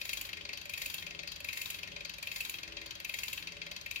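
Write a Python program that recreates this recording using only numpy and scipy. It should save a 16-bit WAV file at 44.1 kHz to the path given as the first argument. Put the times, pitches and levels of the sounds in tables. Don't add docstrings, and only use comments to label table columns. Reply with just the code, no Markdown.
import sys
import numpy as np
from scipy.fft import rfft, irfft, next_fast_len
from scipy.io import wavfile
from scipy.ndimage import map_coordinates

SR = 44100
rng = np.random.default_rng(int(sys.argv[2]) if len(sys.argv) > 2 else 0)


def digitize_waveform(pressure):
    field = np.atleast_2d(pressure).T
    bounded = np.clip(field, -1, 1)
    quanta = np.round(bounded * 32767).astype(np.int16)
    wavfile.write(sys.argv[1], SR, quanta)


N = 4 * SR
TIME = np.arange(N) / SR
FIRST_CLICK_S, START_CLICKS_PER_S, SLOWING_PER_S2 = .0136, 25.398, 1.312


def amp(db):
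    return 10 ** (np.asarray(db) / 20)


def unit(x):
    return x / np.sqrt(np.mean(x ** 2) + 1e-20)


def along(points, hz):
    f, v = np.transpose(points)
    return np.interp(np.log(hz + 1), np.log(f + 1), v)


def filtered(x, response):
    n = x.shape[-1]
    m = next_fast_len(2 * n)
    return irfft(rfft(x, m) * response(np.fft.rfftfreq(m, 1 / SR)), m)[..., :n]


def resonances(modes, f):
    return sum((-1) ** k * amp(db) * 1j * f * width / (hz * hz - f * f + 1j * f * width)
               for k, (hz, width, db) in enumerate(modes))


def ringing(modes, low_hz, high_hz):
    def response(f):
        low_cut = f * f / (low_hz ** 2 - f * f + 1j * f * low_hz)
        high_cut = high_hz ** 2 / (high_hz ** 2 - f * f + 1j * f * high_hz)
        return resonances(modes, f) * low_cut * high_cut
    return response


def pan(left_db):
    return unit(amp([[left_db / 2], [-left_db / 2]]))


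def wobble(per_s):
    return map_coordinates(rng.standard_normal(int(N * per_s / SR) + 4), [np.arange(N) * per_s / SR])


def tooth_now():
    t = TIME - FIRST_CLICK_S
    return (START_CLICKS_PER_S * t - SLOWING_PER_S2 * t * t / 2) % len(RATCHET_TEETH)


# frequency in Hz, relative level in dB.
ROOM_COLOUR = [(25, -31), (36, -17), (49, 0), (62, -7), (90, -3.5), (130, -12.5), (250, -17.5), (500, -17),
               (1200, -17), (2500, -10.5), (4500, -15.5), (8000, -33), (16000, -42.5)]
# frequency in Hz, likeness from -1 (opposite) to 1 (same).
ROOM_LIKENESS = [(60, 0.79), (200, 0.62), (400, -0.72), (1200, -0.65), (3000, -0.28)]


def room():
    def response(f):
        angle = np.arccos(along(ROOM_LIKENESS, f)) / 2
        return amp(along(ROOM_COLOUR, f)) * [np.cos(angle), np.sin(angle)]
    mid, side = filtered(rng.standard_normal((2, N)), response)
    return amp(-52.5) * pan(left_db=1) * unit(np.array([mid + side, mid - side]))


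# pitch in Hz, width in Hz, relative level in dB.
HUM_MODES = [(165.3, 34, 2), (203, 32, 1.5), (283, 37.5, 0.5), (332.5, 53, -1.5), (373, 34, 0),
             (433, 27, -0.5)]


def frame_hum(level_db=-67, swing_db=2, peak_tooth=7.5):
    shared, own = rng.standard_normal(N), rng.standard_normal((2, N))
    hum = unit(filtered(shared + .58 * own, lambda f: resonances(HUM_MODES, f)))
    swell = np.cos(2 * np.pi * (tooth_now() - peak_tooth) / len(RATCHET_TEETH))
    return pan(left_db=1.5) * hum * amp(level_db + swing_db * swell)


# pitch in Hz, rough half length of a swell in seconds.
HUM_TONES = [(165, 0.18), (328, 0.16), (415, 0.09), (574, .09)]
# peak time in seconds, then each tone's level in dB, lowest tone first.
TONE_SWELLS = [(.45, -70, -70.5, -67, -74), (1.16, -62, -70.5, -69.5, -69.5), (1.93, -64, -75, -66.5, -81),
               (2.76, -69.5, -63, -65.5, -70.5), (3.59, -63, -70.5, -67.5, -70)]


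def frame_tones(waver_hz=2.283):
    out = np.zeros(N)
    for k, (hz, swell_s) in enumerate(HUM_TONES):
        swell = sum(amp(db[k]) * np.exp(-((TIME - at) / swell_s) ** 2 / 2) for at, *db in TONE_SWELLS)
        pitch = hz + waver_hz * wobble(per_s=4)
        out += np.sqrt(2) * swell * np.sin(2 * np.pi * np.cumsum(pitch) / SR)
    return pan(left_db=6.5) * out


# position in teeth, level in dB.
RUB_LEVELS = [(0, -59.5), (2, -48), (5.3, -51), (6.4, -51), (7.6, -65), (10.5, -95), (14, -81), (16.5, -78),
              (18, -50.5)]
# frequency in Hz, relative level in dB.
HISS_COLOUR = [(1500, -19), (2400, 13), (3300, -5.5), (5000, 5.5), (7000, -12), (8300, -10), (10500, -9.5),
               (13500, -0.5), (16000, -8.5)]
# frequency in Hz, left minus right in dB.
HISS_PAN = [(2500, 11), (5000, 2), (10000, -8.5)]
# pitch in Hz, width in Hz, relative level in dB.
DISC_MODES = [(5940, 100, -1), (6905, 217, 8), (7840, 33, 4), (9640, 1420, -2.5), (11180, 140, 0),
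              (11640, 140, 1.5), (13600, 1800, 1.5), (15300, 590, 2)]
# time in seconds, change in dB.
TREBLE_DIPS = [(.1, -0.5), (.9, -0.5), (1.25, -1), (1.65, -0.5), (2.45, -1), (3.25, -1), (3.9, -1)]


def brake_rub(flicker_db=1, grains_per_s=1500, grain_db=-4.5):
    rough_noise = rng.standard_normal((2, N)) * amp(flicker_db * wobble(per_s=350))
    sides = np.array([[.5], [-.5]])
    hiss = unit(filtered(rough_noise, lambda f: amp(along(HISS_COLOUR, f) + sides * along(HISS_PAN, f))))
    catches = (rng.random((2, N)) < grains_per_s / SR) * rng.standard_normal((2, N))
    grains = unit(filtered(catches, ringing(DISC_MODES, 5860, 17000)))
    rub_db = np.interp(tooth_now(), *np.transpose(RUB_LEVELS))
    dip_db = np.interp(TIME, *np.transpose(TREBLE_DIPS))
    return (hiss + amp(grain_db) * pan(left_db=-2.5) * grains) * amp(rub_db + dip_db)


def pawl_drops(scatter_s=.0003):
    end = N / SR - FIRST_CLICK_S
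    count = np.arange(int(START_CLICKS_PER_S * end - SLOWING_PER_S2 * end * end / 2) + 1)
    clicks_per_s = np.sqrt(START_CLICKS_PER_S ** 2 - 2 * SLOWING_PER_S2 * count)
    times = FIRST_CLICK_S + (START_CLICKS_PER_S - clicks_per_s) / SLOWING_PER_S2
    return times + scatter_s * rng.standard_normal(len(count)), count % len(RATCHET_TEETH)


def even(hits):
    return hits / np.sqrt(np.mean(hits[..., :SR // 100] ** 2, axis=(1, 2), keepdims=True))


def strikes(times, tooth, level_db, colour, chatter_s, echo_db, echo_s, tail_db, tail_s, left_db):
    right_delay_s, scatter_db = .00037, .83
    repeats = .53
    t = np.arange(SR // 6) / SR
    habit = rng.standard_normal((len(RATCHET_TEETH), 1, len(t)))[tooth]
    chatter = np.sqrt(repeats) * habit + np.sqrt(1 - repeats) * rng.standard_normal(habit.shape)
    direct = filtered(chatter * (t / chatter_s) ** 2 * np.exp(-t / chatter_s), colour)
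    direct = np.concatenate([direct, np.roll(direct, round(right_delay_s * SR), axis=-1)], axis=1)
    rise = 1 - np.exp(-(t / (2 * chatter_s)) ** 2)
    decay = np.exp(-t / echo_s) + amp(tail_db) * np.exp(-t / tail_s)
    echoes = filtered(rise * decay * rng.standard_normal(direct.shape), colour)
    level_db = level_db + scatter_db * rng.standard_normal(len(times))
    starts = times - 2 * chatter_s
    out = np.zeros((2, N + SR))
    for start, db, click, echo in zip(starts, level_db, even(direct), even(echoes)):
        out[:, max(round(start * SR), 0):][:, :len(t)] += amp(db) * (click + amp(echo_db) * echo)
    return pan(left_db) * out[:, :N]


# pitch in Hz, width in Hz, relative level in dB.
ZING_MODES = [(4420, 140, 1), (4700, 76, 1.5), (4980, 72, -5)]


def zing(on_tooth=13, start_db=-44, fade_db_per_s=2.5):
    times, tooth = pawl_drops()
    hit = tooth == on_tooth
    level_db = start_db - fade_db_per_s * times[hit]
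    return strikes(times[hit] + .0025, tooth[hit], level_db, ringing(ZING_MODES, 4050, 5530),
                   chatter_s=.0012, echo_db=-3, echo_s=.016, tail_db=-3, tail_s=.097, left_db=10)


def favouring(part, centre_hz, sharpness):
    hz = centre_hz[:, None, None]
    return lambda f: part(f) * f / (hz * hz - f * f + 1j * f * hz / sharpness)


RATCHET_TEETH = [(3.5, 2.9, -33, 2510, 0.43, -39, 4040, -46.5, -60.5),
                 (1.245, 2.086, -35, 2220, 2.5, -39, 4300, -42.5, -62.5),
                 (1.9, 1.18, -36.5, 2120, -1.4, -36.5, 4600, -40.5, -60),
                 (0.88, 2.35, -32, 2700, 1.1, -39, 4400, -37, -62.5),
                 (1.286, 1.745, -41, 2600, .3, -36.5, 4100, -44, -64.5),
                 (1.52, 2.2, -36.5, 2810, -0.3, -40, 3800, -37, -65),
                 (.7, 2.33, -39, 3000, 2, -38.5, 3500, -51, -63),
                 (1.9, 1.39, -41, 2140, -1.3, -40.5, 1300, -54.5, -62),
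                 (1.56, 2.9, -36.5, 2500, -0.2, -40, 4460, -52, -60),
                 (2.3, 2.28, -41, 2140, -2.2, -43.5, 5050, -58, -60),
                 (.6, 2.475, -44, 3030, -1, -45, 1600, -63, -59.5),
                 (2.2, 2.8, -37.5, 2280, 1.3, -39, 4100, -62, -56.5),
                 (1.156, 3.5, -38, 2240, -1.7, -44, 4400, -57.5, -58.5),
                 (0.883, 3.3, -39, 2450, -0.5, -39, 4600, -50, -56),
                 (3.2, 3, -40, 3100, .5, -39.5, 5000, -50.5, -71.5),
                 (2.1, 3.3, -46, 2700, -1.2, -43, 4800, -54, -62.5),
                 (3.1, 3.5, -41, 2420, -1.2, -45, 4100, -48.5, -58.5),
                 (1.7, 3.5, -37, 2350, 2.1, -39, 4450, -44, -61)]
# pitch in Hz, width in Hz, relative level in dB.
HUB_MODES = [(1873, 55, -3.5), (2108, 24.6, 0), (2446, 252, -3), (2658, 110, 1), (3073, 180, -7.5)]
STEEL_MODES = [(3245, 37, 11), (3250, 1500, -3.5), (3870, 68, 6.5), (4345, 112, 0), (4727, 140, 0.5),
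               (4970, 98, -3), (5510, 330, -6), (6104, 284, -3.5), (7180, 58, -1)]
FRAME_MODES = [(573, 24, 2.5), (715, 16, -9.5)]
TUBE_MODES = [(796, 37, -2.5), (1038, 103, 2.5), (1330, 240, -1.5), (1678, 280, 2.5)]
# time in seconds, change of the ring in dB.
RING_ACCENTS = [(.13, 3.5), (.74, 2), (.94, 1), (1.49, 3.5), (1.70, 2.5), (2.86, -6), (3.47, 3), (3.86, 9)]


def freehub():
    times, tooth = pawl_drops()
    (clack_ms, ring_ms, ring_db, ring_hz, ring_drift,
     clack_db, clack_hz, tick_db, knock_db) = np.array(RATCHET_TEETH)[tooth].T
    clack_at = times + clack_ms / 1000 - .002
    ring_at = times + ring_ms / 1000 - .003
    ring_db = ring_db + ring_drift * (times - times.mean())
    for at, extra_db in RING_ACCENTS:
        ring_db[np.argmin(abs(times - at))] += extra_db
    tick_db = tick_db + np.interp(times, *np.transpose(TREBLE_DIPS))
    steel = favouring(ringing(STEEL_MODES, 2830, 7800), clack_hz, sharpness=1.66)
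    hub = favouring(ringing(HUB_MODES, 1650, 3570), ring_hz, sharpness=4.4)
    ring = strikes(ring_at, tooth, ring_db - 5.5, hub,
                   chatter_s=.000897, echo_db=-5.5, echo_s=.015, tail_db=-12.5, tail_s=.057, left_db=5.5)
    clack = strikes(clack_at, tooth, clack_db - 4.5, steel,
                    chatter_s=.0012, echo_db=-4.5, echo_s=.0096, tail_db=-10.5, tail_s=.051, left_db=9.5)
    tick = strikes(times + .0015, tooth, tick_db - 6, ringing(DISC_MODES, 6070, 16900),
                   chatter_s=.00098, echo_db=2.5, echo_s=.0039, tail_db=-27.5, tail_s=.071, left_db=-3)
    knock = strikes(clack_at, tooth, knock_db - 2, ringing(FRAME_MODES, 426, 1930),
                    chatter_s=.001403, echo_db=-6, echo_s=.0098, tail_db=-13.5, tail_s=.061, left_db=-24)
    tubes = strikes(clack_at, tooth, clack_db - 17.5, ringing(TUBE_MODES, 736, 2000),
                    chatter_s=.001621, echo_db=-4.5, echo_s=.008, tail_db=-6, tail_s=.072, left_db=1.5)
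    return ring + clack + tick + knock + tubes


def scene():
    return freehub() + zing() + brake_rub() + frame_hum() + frame_tones() + room()


def record(dry):
    return filtered(dry, lambda f: 1 / (1 + (f / 16200) ** 200))


dry = scene()
out = record(dry)
digitize_waveform(out)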